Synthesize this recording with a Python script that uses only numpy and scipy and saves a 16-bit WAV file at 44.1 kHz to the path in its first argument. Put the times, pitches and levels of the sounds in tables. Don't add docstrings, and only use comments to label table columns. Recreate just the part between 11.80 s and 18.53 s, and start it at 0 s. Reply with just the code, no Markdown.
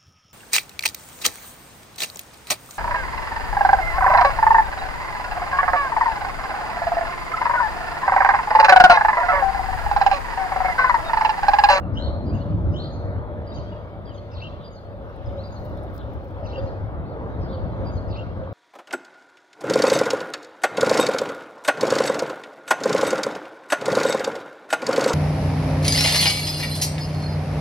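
import sys
import numpy as np
from scipy import signal
from scipy.fft import rfft, irfft, next_fast_len
from scipy.io import wavfile
from scipy.ndimage import uniform_filter1d, map_coordinates

SR = 44100
rng = np.random.default_rng(int(sys.argv[2]) if len(sys.argv) > 2 else 0)


def level_to_linear(level):
    exponent = np.asarray(level, float) / 20
    return 10 ** exponent


def store_wav(level_fs):
    pcm = np.round(np.clip(np.atleast_2d(level_fs), -1, 1) * 32767)
    wavfile.write(sys.argv[1], SR, pcm.T.astype(np.int16))


N = 296793


def unit(x):
    return x / np.sqrt(np.mean(x ** 2) + 1e-20)


def along(points, hz):
    f, v = np.transpose(points)
    return np.interp(np.log(hz + 1), np.log(f + 1), v)


def curves(rows):
    s, *columns = np.transpose(rows)
    return [np.interp(np.arange(N) / SR, s, column) for column in columns]


def swells(rows, width_s, rest_db):
    s, db = np.transpose(rows)
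    t = np.arange(0, N + 512, 256) / SR
    bells = np.exp(-((t - s[:, None]) / width_s) ** 2)
    power = level_to_linear(2 * rest_db) + level_to_linear(2 * db) @ bells
    return np.interp(np.arange(N) / SR, t, 10 * np.log10(power))


def wobble(rate, size=N):
    knots = rng.standard_normal(int(size * rate / SR) + 4)
    return map_coordinates(knots, [np.arange(size) * rate / SR])


def filtered(x, response):
    m = next_fast_len(N + 8192)
    return irfft(rfft(x, m) * response(np.fft.rfftfreq(m, 1 / SR)), m)[..., :N]


def ports(pair, alike, lead, pan_db):
    def mixing(hz):
        turn = np.arccos(np.clip(along(alike, hz), 0, 1)) / 2
        return np.array([np.cos(turn), np.sin(turn)])

    mid, side = filtered(pair, mixing)
    both = np.array([mid + side, mid - side]) * level_to_linear([[pan_db / 2], [-pan_db / 2]])
    return filtered(both, lambda hz: np.exp(.5j * along(lead, hz) * np.array([[1], [-1]])))


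def rush(spectrum, patchy_db):
    z = signal.stft(rng.standard_normal((2, N)), nperseg=1024)[2]
    field = uniform_filter1d(rng.standard_normal(z.shape[1:]), size=6, axis=0)
    field = uniform_filter1d(field, size=8, axis=1)
    pair = signal.istft(z * level_to_linear(patchy_db * unit(field)), nperseg=1024)[1][:, :N]
    return unit(filtered(pair, lambda hz: level_to_linear(along(spectrum, hz))))


def evened(pair):
    even_s, share = .055, .5
    power = uniform_filter1d(pair[0] ** 2, round(even_s * SR))
    power = uniform_filter1d(power, round(even_s * SR / 2))
    level = np.abs(power) + 1e-3
    return unit(pair / level ** (share / 2))


def engine_tone(hz, db, width_hz):
    turns = np.exp(2j * np.pi * np.cumsum(hz) / SR)
    pair = [np.real(turns * (wobble(width_hz) + 1j * wobble(width_hz))) for _ in range(2)]
    return level_to_linear(db) * unit(np.array(pair))


def whistle(notes, bow_hz, clear_speed, rasp_hz, flutter_db, edge):
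    out = np.zeros(N + SR)
    for s, length, start_hz, end_hz, db in notes:
        u = np.linspace(0, 1, round(length * SR))
        hz = start_hz + (end_hz - start_hz) * u + bow_hz * 4 * u * (1 - u)
        harsh = np.clip(abs(end_hz - start_hz) / length / clear_speed, 0, 1)
        rasp = wobble(rasp_hz, size=len(u)) + 1j * wobble(rasp_hz, size=len(u))
        voice = np.sqrt(1 - harsh) + np.sqrt(harsh / 2) * rasp
        swell = np.sin(np.pi * u) ** edge * level_to_linear(db + 6.5 + flutter_db * wobble(160, size=len(u)))
        out[round(s * SR):][:len(u)] += swell * np.real(voice * np.exp(2j * np.pi * np.cumsum(hz) / SR))
    return out[:N]


def sung(calls, phrase):
    notes = []
    for s, db, pace, *sweep in calls:
        for delay, length, start_hz, end_hz, more_db in phrase:
            centre = (start_hz + end_hz) / 2
            half = (start_hz - end_hz) / 2 * np.prod(sweep)
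            notes.append((s + delay * pace, length, centre + half, centre - half, db + more_db))
    return notes


# frequency in Hz, time to fall by 60 dB in seconds.
TREE_DECAY = [(2600, .27), (3300, .42), (4200, .85), (5000, .9), (8000, .45)]


def among_trees(x, lag_s, pan_db, wet_db, slap_s, slap_db):
    hz, t, z = signal.stft(rng.standard_normal((2, SR)), SR, nperseg=256)
    decay = level_to_linear(-60 * t / along(TREE_DECAY, hz)[:, None])
    tail = signal.istft(z * decay * (hz > 1500)[:, None], SR, nperseg=256)[1]
    tail = tail / np.linalg.norm(tail[0])
    wet = signal.fftconvolve(np.pad(x, (500, 0))[None], tail, axes=1)[:, :N]
    side = np.array([[1], [-1]])

    def path(f):
        echo = 1 - level_to_linear(slap_db) * np.exp(-2j * np.pi * f * slap_s)
        return np.exp(-1j * np.pi * f * lag_s * side) / echo

    return filtered(x, path) * level_to_linear(side * pan_db / 2) + level_to_linear(wet_db) * wet


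# frequency in Hz, density in dB per Hz.
HISS_SPECTRUM = [(4410, -36.5), (7500, -6), (8570, -2), (9750, -3.5), (12500, -1), (15100, -0.5),
                 (15700, -10)]


def microphone_hiss():
    return level_to_linear(-81) * rush(HISS_SPECTRUM, patchy_db=1.5)


# frequency in Hz, density in dB per Hz.
CHORUS_SPECTRUM = [(1240, -18.5), (2100, -7.5), (3100, -6.5), (3820, -7), (4250, -11.5), (4900, -22.5),
                   (6370, -49.5), (10800, -120)]
CHORUS_TOP_SPECTRUM = [(2820, -28.5), (4800, -4.5), (6500, -13), (7200, -20), (9360, -51.5), (15800, -120)]
# time in seconds, level in dB.
FLURRIES = [(.67, -64), (1.1, -67), (1.85, -62), (2.46, -64.5), (2.74, -66), (3.4, -64.5), (3.65, -64),
            (4.25, -63.5), (4.83, -62), (5.5, -65), (6.0, -62.5), (6.6, -64.5)]


def bird_chorus():
    low_db = swells(FLURRIES, width_s=.23, rest_db=-66.5)
    top_db = low_db.mean() + 3.1 * (low_db - low_db.mean()) - 16
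    blur = level_to_linear(low_db) * rush(CHORUS_SPECTRUM, patchy_db=3.0)
    blur += level_to_linear(top_db) * rush(CHORUS_TOP_SPECTRUM, patchy_db=-4.5)
    return ports(blur, [(2000, .35), (7000, .18)], [(2000, 1.9), (7000, 1.4)], pan_db=4.0)


# start in seconds, length in seconds, start and end pitch in Hz, level in dB.
DISTANT_NOTES = [(.01, 0.071, 2860, 2580, -60), (.495, 0.078, 2280, 3000, -53.5),
                 (.54, 0.038, 2950, 2630, -54), (.565, 0.072, 2680, 3030, -54),
                 (1.96, .04, 3350, 3200, -60), (2.262, .075, 3450, 2800, -52),
                 (2.343, .032, 3720, 2950, -52), (2.372, .025, 3050, 3350, -55),
                 (2.77, 0.067, 4100, 3880, -64), (3.3, .06, 3470, 3430, -71),
                 (3.44, 0.047, 3350, 3250, -64), (4.055, .038, 4200, 3340, -63),
                 (4.79, 0.024, 3500, 3570, -52.5), (4.94, .04, 2510, 2500, -61.5),
                 (5.655, .075, 2750, 4300, -58), (5.725, .04, 3410, 2880, -54),
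                 (5.915, 0.031, 4080, 3980, -62.5), (6.06, 0.07, 2690, 2620, -61)]
CHATTER_NOTES = [(1.735, 0.071, 6400, 4700, -67), (2.8, 0.084, 3480, 3420, -52.5),
                 (3.48, 0.043, 3630, 2900, -54.5), (3.965, 0.036, 3490, 4080, -55.5),
                 (4.17, 0.078, 4110, 2960, -54), (5.6, 0.083, 5150, 4560, -54.5),
                 (5.67, 0.11, 4040, 3920, -52.5), (5.77, 0.032, 3400, 4040, -54.5),
                 (6.63, 0.035, 3210, 2980, -57.5), (6.66, 0.079, 8350, 7450, -87)]
ARCHED_CALLS = [
    (1.712, .11, 3500, 3600, -63),
    (5.243, .1, 3400, 3300, -62),
]
# start in seconds, level in dB, pace ratio.
FINCH_CALLS = [
    (.47, -67, 1),
    (1.36, -70, 1),
    (4.92, -74, 1),
]
# delay in seconds, length in seconds, start and end pitch in Hz, level in dB.
FINCH_NOTES = [
    (0, 0.06, 2770, 3550, 2.1),
    (0.033, 0.224, 3390, 3280, 0.88),
]


def far_birds():
    clear = DISTANT_NOTES + sung(FINCH_CALLS, FINCH_NOTES)
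    far = whistle(clear, bow_hz=0, clear_speed=30000, rasp_hz=400, flutter_db=3, edge=.6)
    far += whistle(ARCHED_CALLS, bow_hz=1240, clear_speed=60000, rasp_hz=400, flutter_db=2.5, edge=.25)
    far += whistle(CHATTER_NOTES, bow_hz=0, clear_speed=900, rasp_hz=1200, flutter_db=1.5, edge=.7)
    return among_trees(level_to_linear(-8) * far, -13.5 / SR, pan_db=3.5, wet_db=-8, slap_s=.045, slap_db=-18)


# start in seconds, level in dB, pace ratio.
TIT_CALLS = [(.458, -59, 1.15), (1.036, -63, 0.95), (1.666, -57, 0.93), (2.252, -59.5, 0.95),
             (2.836, -57, 1.01), (3.631, -55.5, 1.02), (4.752, -60, 0.92), (6.049, -56, .95)]
# delay and length in seconds, start and end pitch in Hz, dB.
TIT_NOTES = [
    (0, .065, 4770, 4700, -1),
    (.005, .06, 9520, 9400, -33),
    (0.069, .07, 6900, 5950, -15),
    (.125, .032, 4330, 4220, -1.5),
    (-.004, .008, 6200, 5300, -18),
    (.121, .01, 6700, 5000, -18),
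    (.07, .06, 4760, 4720, -15),
]


def tit():
    song = whistle(sung(TIT_CALLS, TIT_NOTES), bow_hz=20, clear_speed=25000, rasp_hz=600,
                   flutter_db=4, edge=.55)
    return among_trees(song, -2.2 / SR, pan_db=-3.2, wet_db=-9, slap_s=.085, slap_db=-15)


# start and length in seconds, start and end pitch in Hz, level
# in dB.
NEARBY_NOTES = [(1.712, .035, 3550, 4150, -59), (1.728, .035, 5000, 5900, -66),
                (1.742, .032, 4600, 4750, -56), (1.752, .04, 4400, 2600, -58),
                (1.76, .035, 3150, 3000, -60), (1.75, .05, 6100, 6250, -67),
                (1.855, .06, 3050, 3450, -62), (1.915, .028, 2930, 2800, -61),
                (1.12, .045, 6250, 6150, -68), (3.455, .022, 5500, 4800, -63),
                (3.57, .055, 3600, 4460, -58), (3.628, .03, 4500, 3550, -61),
                (4.657, .025, 6200, 5200, -64), (4.682, .03, 6200, 5000, -64),
                (4.662, .02, 4700, 3750, -58), (4.7, .02, 3700, 4100, -60),
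                (5.725, .035, 4720, 4350, -60)]
# start in seconds, level in dB, pace ratio, sweep ratio.
UPSWEEP_CALLS = [
    (.135, -46, 1, .85),
    (.915, -47.5, 1, 1.5),
]
CHIRRUP_CALLS = [
    (2.515, -45, 1.12, .85),
    (4.635, -49.5, 1, 1.15),
    (6.28, -49.5, .91, 1),
]
CHIRRUP_HARSH_DB = [-2, -3, 2.5]
# delay in seconds, length in seconds, start and end pitch in Hz, level in dB.
UPSWEEP_VOICES = [
    (.04, .1, 3550, 4400, -1),
    (.105, .06, 4250, 4150, -6),
    (.035, .05, 3200, 3850, -7),
]
UPSWEEP_LOW_VOICE = [
    (.015, .07, 2780, 3250, -1),
]
UPSWEEP_SLIDES = [
    (0, .06, 5050, 5800, -17),
    (.038, .053, 6150, 7350, -25),
    (.085, .085, 3450, 3950, -5),
    (.095, .06, 8200, 8800, -33),
]
CHIRRUP_VOICES = [
    (0, .04, 2700, 2500, -14),
    (.088, .074, 2600, 2700, -1.5),
    (.09, .072, 2800, 3120, -6),
]
CHIRRUP_SLIDES = [
    (-.004, .048, 5300, 4900, -15),
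    (.022, .056, 4500, 3550, -7),
    (.055, .05, 3600, 4600, -7),
    (.043, .04, 2950, 3200, -9),
    (.08, .05, 4900, 6150, -21),
    (.075, .03, 2450, 2800, -9),
]


def near_sparrow():
    unswept = [call[:3] for call in UPSWEEP_CALLS]
    clean = sung(UPSWEEP_CALLS, UPSWEEP_VOICES) + sung(unswept, UPSWEEP_LOW_VOICE)
    sparrow = whistle(clean, bow_hz=95, clear_speed=11000, rasp_hz=450, flutter_db=4, edge=.9)
    sparrow += whistle(NEARBY_NOTES, bow_hz=0, clear_speed=60000, rasp_hz=500, flutter_db=2.5, edge=.6)
    harsh_calls = [(s, db + more, *shape) for (s, db, *shape), more in zip(CHIRRUP_CALLS, CHIRRUP_HARSH_DB)]
    slides = sung(unswept, UPSWEEP_SLIDES) + sung(harsh_calls, CHIRRUP_SLIDES)
    sparrow += whistle(slides, bow_hz=0, clear_speed=900, rasp_hz=1150, flutter_db=1.5, edge=.7)
    chirrup = whistle(sung(CHIRRUP_CALLS, CHIRRUP_VOICES), bow_hz=130, clear_speed=7000, rasp_hz=400,
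                      flutter_db=4, edge=.5)
    return (among_trees(sparrow, 18.5 / SR, pan_db=2.2, wet_db=-6.5, slap_s=.11, slap_db=-22)
            + among_trees(chirrup, 18.5 / SR, pan_db=2.2, wet_db=-13, slap_s=.1, slap_db=-20))


# frequency in Hz, density in dB per Hz.
CLOTH_SPECTRUM = [(2500, -17.5), (5000, 4), (8000, -14), (11000, -10), (15000, -3.5), (16500, -7)]
# start in seconds, peak in dB, share of the top band in dB.
SCRAPES = [(3.294, -69, -22), (3.362, -65, -22), (3.588, -68, -11), (3.794, -72, -8.5), (3.8424, -61.5, -2),
           (3.8505, -54, -2), (3.857, -60, -4), (3.862, -62, -11), (3.896, -67, -6), (3.973, -59, -14),
           (4.0275, -63, -26), (4.035, -63, -24), (4.038, -65, -24), (4.133, -63, -11), (4.145, -58, -2),
           (4.156, -57, -2), (4.167, -57, -11), (4.14, -55, -2), (4.15, -53, -2), (4.162, -50, -10.8),
           (4.179, -48, -11), (4.207, -67, -11.5), (4.2438, -68, -11), (4.329, -66, -11), (4.335, -58, -8),
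           (4.341, -62, -2), (4.4408, -63, -6), (4.452, -67, -14), (4.445, -63, -2), (4.483, -66, -12),
           (4.508, -69, -20)]
KNOCKS = (3.862, 3.973, 4.179, 4.452, 4.483, 4.508)
# time in seconds, level in dB.
RUBBING_LEVEL = [
    (3.1, -87.5),
    (3.9, -74),
    (4.36, -80.5),
    (4.8, -82.5),
]


def sleeve():
    t = np.arange(N) / SR
    cloth = rush(CLOTH_SPECTRUM, patchy_db=0.0)
    bands = filtered(cloth[:, None],
                     lambda hz: np.array([hz < 8000, (hz >= 8000) & (hz < 12000), hz >= 12000]))
    shape = np.zeros((3, N))
    scrape_s = .0024
    for s, db, high_db in SCRAPES:
        low_db = -12 + 9 * np.any(np.isclose(s, KNOCKS, atol=.004))
        high_db = min(high_db + 10, -.6)
        rest_db = 10 * np.log10(1 - level_to_linear(2 * high_db))
        mid_db = rest_db - 3 * (high_db > -9)
        u = np.maximum(t - s + .0006, 0) / scrape_s
        shape += level_to_linear(db + 2.0 + np.array([[low_db], [mid_db], [high_db]])) * u * np.exp(1 - 2 * u)
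    scrapes = sum(unit(bands[:, k]) * shape[k] for k in range(3)) * level_to_linear(1.2 * wobble(400))
    touching = (t > RUBBING_LEVEL[0][0]) * (t < RUBBING_LEVEL[-1][0])
    rubbing = level_to_linear(curves(RUBBING_LEVEL)[0] + 2.0 + 1.5 * wobble(40)) * touching * cloth
    return ports(scrapes + rubbing, [(8000, .2)], [(8000, .0031)], pan_db=8.0)


# time in seconds, level in dB.
FAN_FOCUSES = [(.32, -37.5), (.66, -38.5), (.95, -38), (1.3, -41.5), (1.55, -39.5), (1.93, -42.5),
               (2.4, -43.5), (2.75, -57), (3.18, -41.5), (3.56, -35), (4.15, -45), (4.46, -41.5),
               (4.82, -35), (5.42, -50), (5.75, -36.5), (6.03, -38), (6.65, -37.5)]


def fan_tone(shift):
    return engine_tone(550 * shift, swells(FAN_FOCUSES, width_s=.065, rest_db=-50.5), width_hz=55)


def shaft_tone(shift, strength_db, depth_db, lumps_db):
    growth_db = .67 * np.arange(N) / SR
    db = strength_db + .19 * depth_db + .55 * lumps_db - 9.5 + growth_db
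    return level_to_linear(db) * evened(engine_tone(99 * shift, 0, width_hz=9))


# time in seconds, level in dB.
SIDE_TONE_LEVEL = [
    (.6, -57),
    (1.45, -43.5),
    (5.45, -40.5),
    (6.3, -54.5),
]


def side_tone(shift):
    highest = shift.max()
    hz = 439 * (highest + .25 * (shift - highest))
    return engine_tone(hz, swells(SIDE_TONE_LEVEL, width_s=.17, rest_db=-58), width_hz=32)


# frequency in Hz, density in dB per Hz.
ROAR_SPECTRUM = [(230, -10), (390, -5), (424, -5.5), (581, 0), (791, -9), (920, -11.5), (1200, -29.5),
                 (2020, -120)]
UPPER_SPECTRUM = [(520, -36.5), (880, -5), (1200, -3.5), (2300, -22), (2990, -55), (5060, -120)]


def roar(air_db):
    upper_db = air_db.mean() + .73 * (air_db - air_db.mean()) - 9.5
    sound = level_to_linear(air_db - 1) * rush(ROAR_SPECTRUM, patchy_db=1.34)
    return sound + level_to_linear(upper_db) * rush(UPPER_SPECTRUM, patchy_db=2.0)


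# frequency in Hz, density in dB per Hz.
RUMBLE_SPECTRUM = [(12, -40), (25, -20.5), (44, -7.5), (64, 0), (105, 1.5), (140, -20), (180, -33),
                   (310, -120)]
DRONE_SPECTRUM = [(74, -38.5), (125, -3), (140, 2), (242, -5.5), (323, -6), (420, -16), (550, -53.5),
                  (920, -120)]
# time in seconds, gain in dB.
DRONE_FORWARD = [
    (.55, 5),
    (.72, 2),
    (1.0, 5.6),
    (5.65, 4.9),
    (6.05, 0.89),
]


def rumble(air_db, depth_db, lumps_db):
    rumble_db = air_db + depth_db + lumps_db + 1 + .46 * wobble(10)
    drone_db = air_db + .98 * depth_db + .37 * lumps_db - 6.5
    drone_db += swells(DRONE_FORWARD, width_s=.14, rest_db=1.5)
    sound = level_to_linear(rumble_db) * evened(rush(RUMBLE_SPECTRUM, patchy_db=.5))
    return sound + level_to_linear(drone_db) * rush(DRONE_SPECTRUM, patchy_db=1.7)


# time in seconds, strength in dB, depth of bass over roar in dB.
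JET_LEVEL = [(0, -37, 5), (.3, -34, 7), (.64, -37.5, 7), (.86, -37.5, 10), (1.1, -37, 3.5),
             (1.45, -36.5, 3.5), (2.08, -40, 1.5), (2.8, -42, 2.5), (2.96, -44.5, 1), (3.17, -41.5, 4.5),
             (3.36, -40.5, 2), (3.52, -37, 1.5), (4.1, -37.5, 3), (4.95, -35.5, 1.5), (5.2, -37.5, 3),
             (6.05, -33, 2), (6.4, -38.5, 5.5), (6.73, -37.5, 2)]
# time in seconds, gain in dB.
EXHAUST_LUMPS = [(.05, 0), (.15, 5.5), (.28, 3), (.46, 3), (.54, 5.5), (.7, 4), (.75, 7), (.88, 10),
                 (.95, 0), (1.18, 6), (1.26, 5), (1.37, 4.5), (1.6, 3.5), (1.8, 6), (2.05, 3), (2.3, 1),
                 (2.58, 8), (2.73, 4), (3.1, 1.5), (3.48, 9), (3.8, 2.5), (4.25, 2.5), (4.38, 4.5),
                 (4.65, 2.5), (4.85, 7.5), (5.05, 6.5), (5.18, 3.5), (5.62, 6), (5.85, 4), (6.02, 2),
                 (6.16, 2.5), (6.3, 4.5), (6.6, 4.5)]
# time in seconds, frequency ratio.
DOPPLER_SHIFT = [(0, 1.05), (1., 1.066), (2.5, 1.064), (3.2, 1.015), (3.6, 1.), (4.5, .975), (5.5, .962),
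                 (6.73, .957)]
# frequency in Hz, coherence from 0 to 1.
JET_COHERENCE = [(40, .48), (90, .66), (180, .72), (350, .8), (600, .86), (1200, .76), (2200, .65)]
# frequency in Hz, phase in radians.
JET_PHASE_LEAD = [(20, 0), (100, .13), (300, .33), (600, .4), (800, .85), (1000, 1.2), (1550, 2.),
                  (2070, 2.3)]


def jet():
    strength_db, depth_db = curves(JET_LEVEL)
    air_db = strength_db + .8 * wobble(7)
    lumps_db = swells(EXHAUST_LUMPS, width_s=.025, rest_db=-.36)
    shift = curves(DOPPLER_SHIFT)[0]
    sound = rumble(air_db, depth_db, lumps_db) + roar(air_db)
    sound += fan_tone(shift) + side_tone(shift)
    sound += shaft_tone(shift, strength_db, depth_db, lumps_db)
    return ports(sound, JET_COHERENCE, JET_PHASE_LEAD, pan_db=1.0)


def scene():
    birds = bird_chorus() + far_birds() + tit() + near_sparrow()
    return birds + sleeve() + jet()


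def low_pass(x):
    return signal.sosfilt(signal.butter(12, 16180, fs=SR, output="sos"), x)


def record(dry):
    mix = filtered(dry + microphone_hiss(), lambda hz: hz < 15800)
    return low_pass(mix)


dry = scene()
out = record(dry)
store_wav(out)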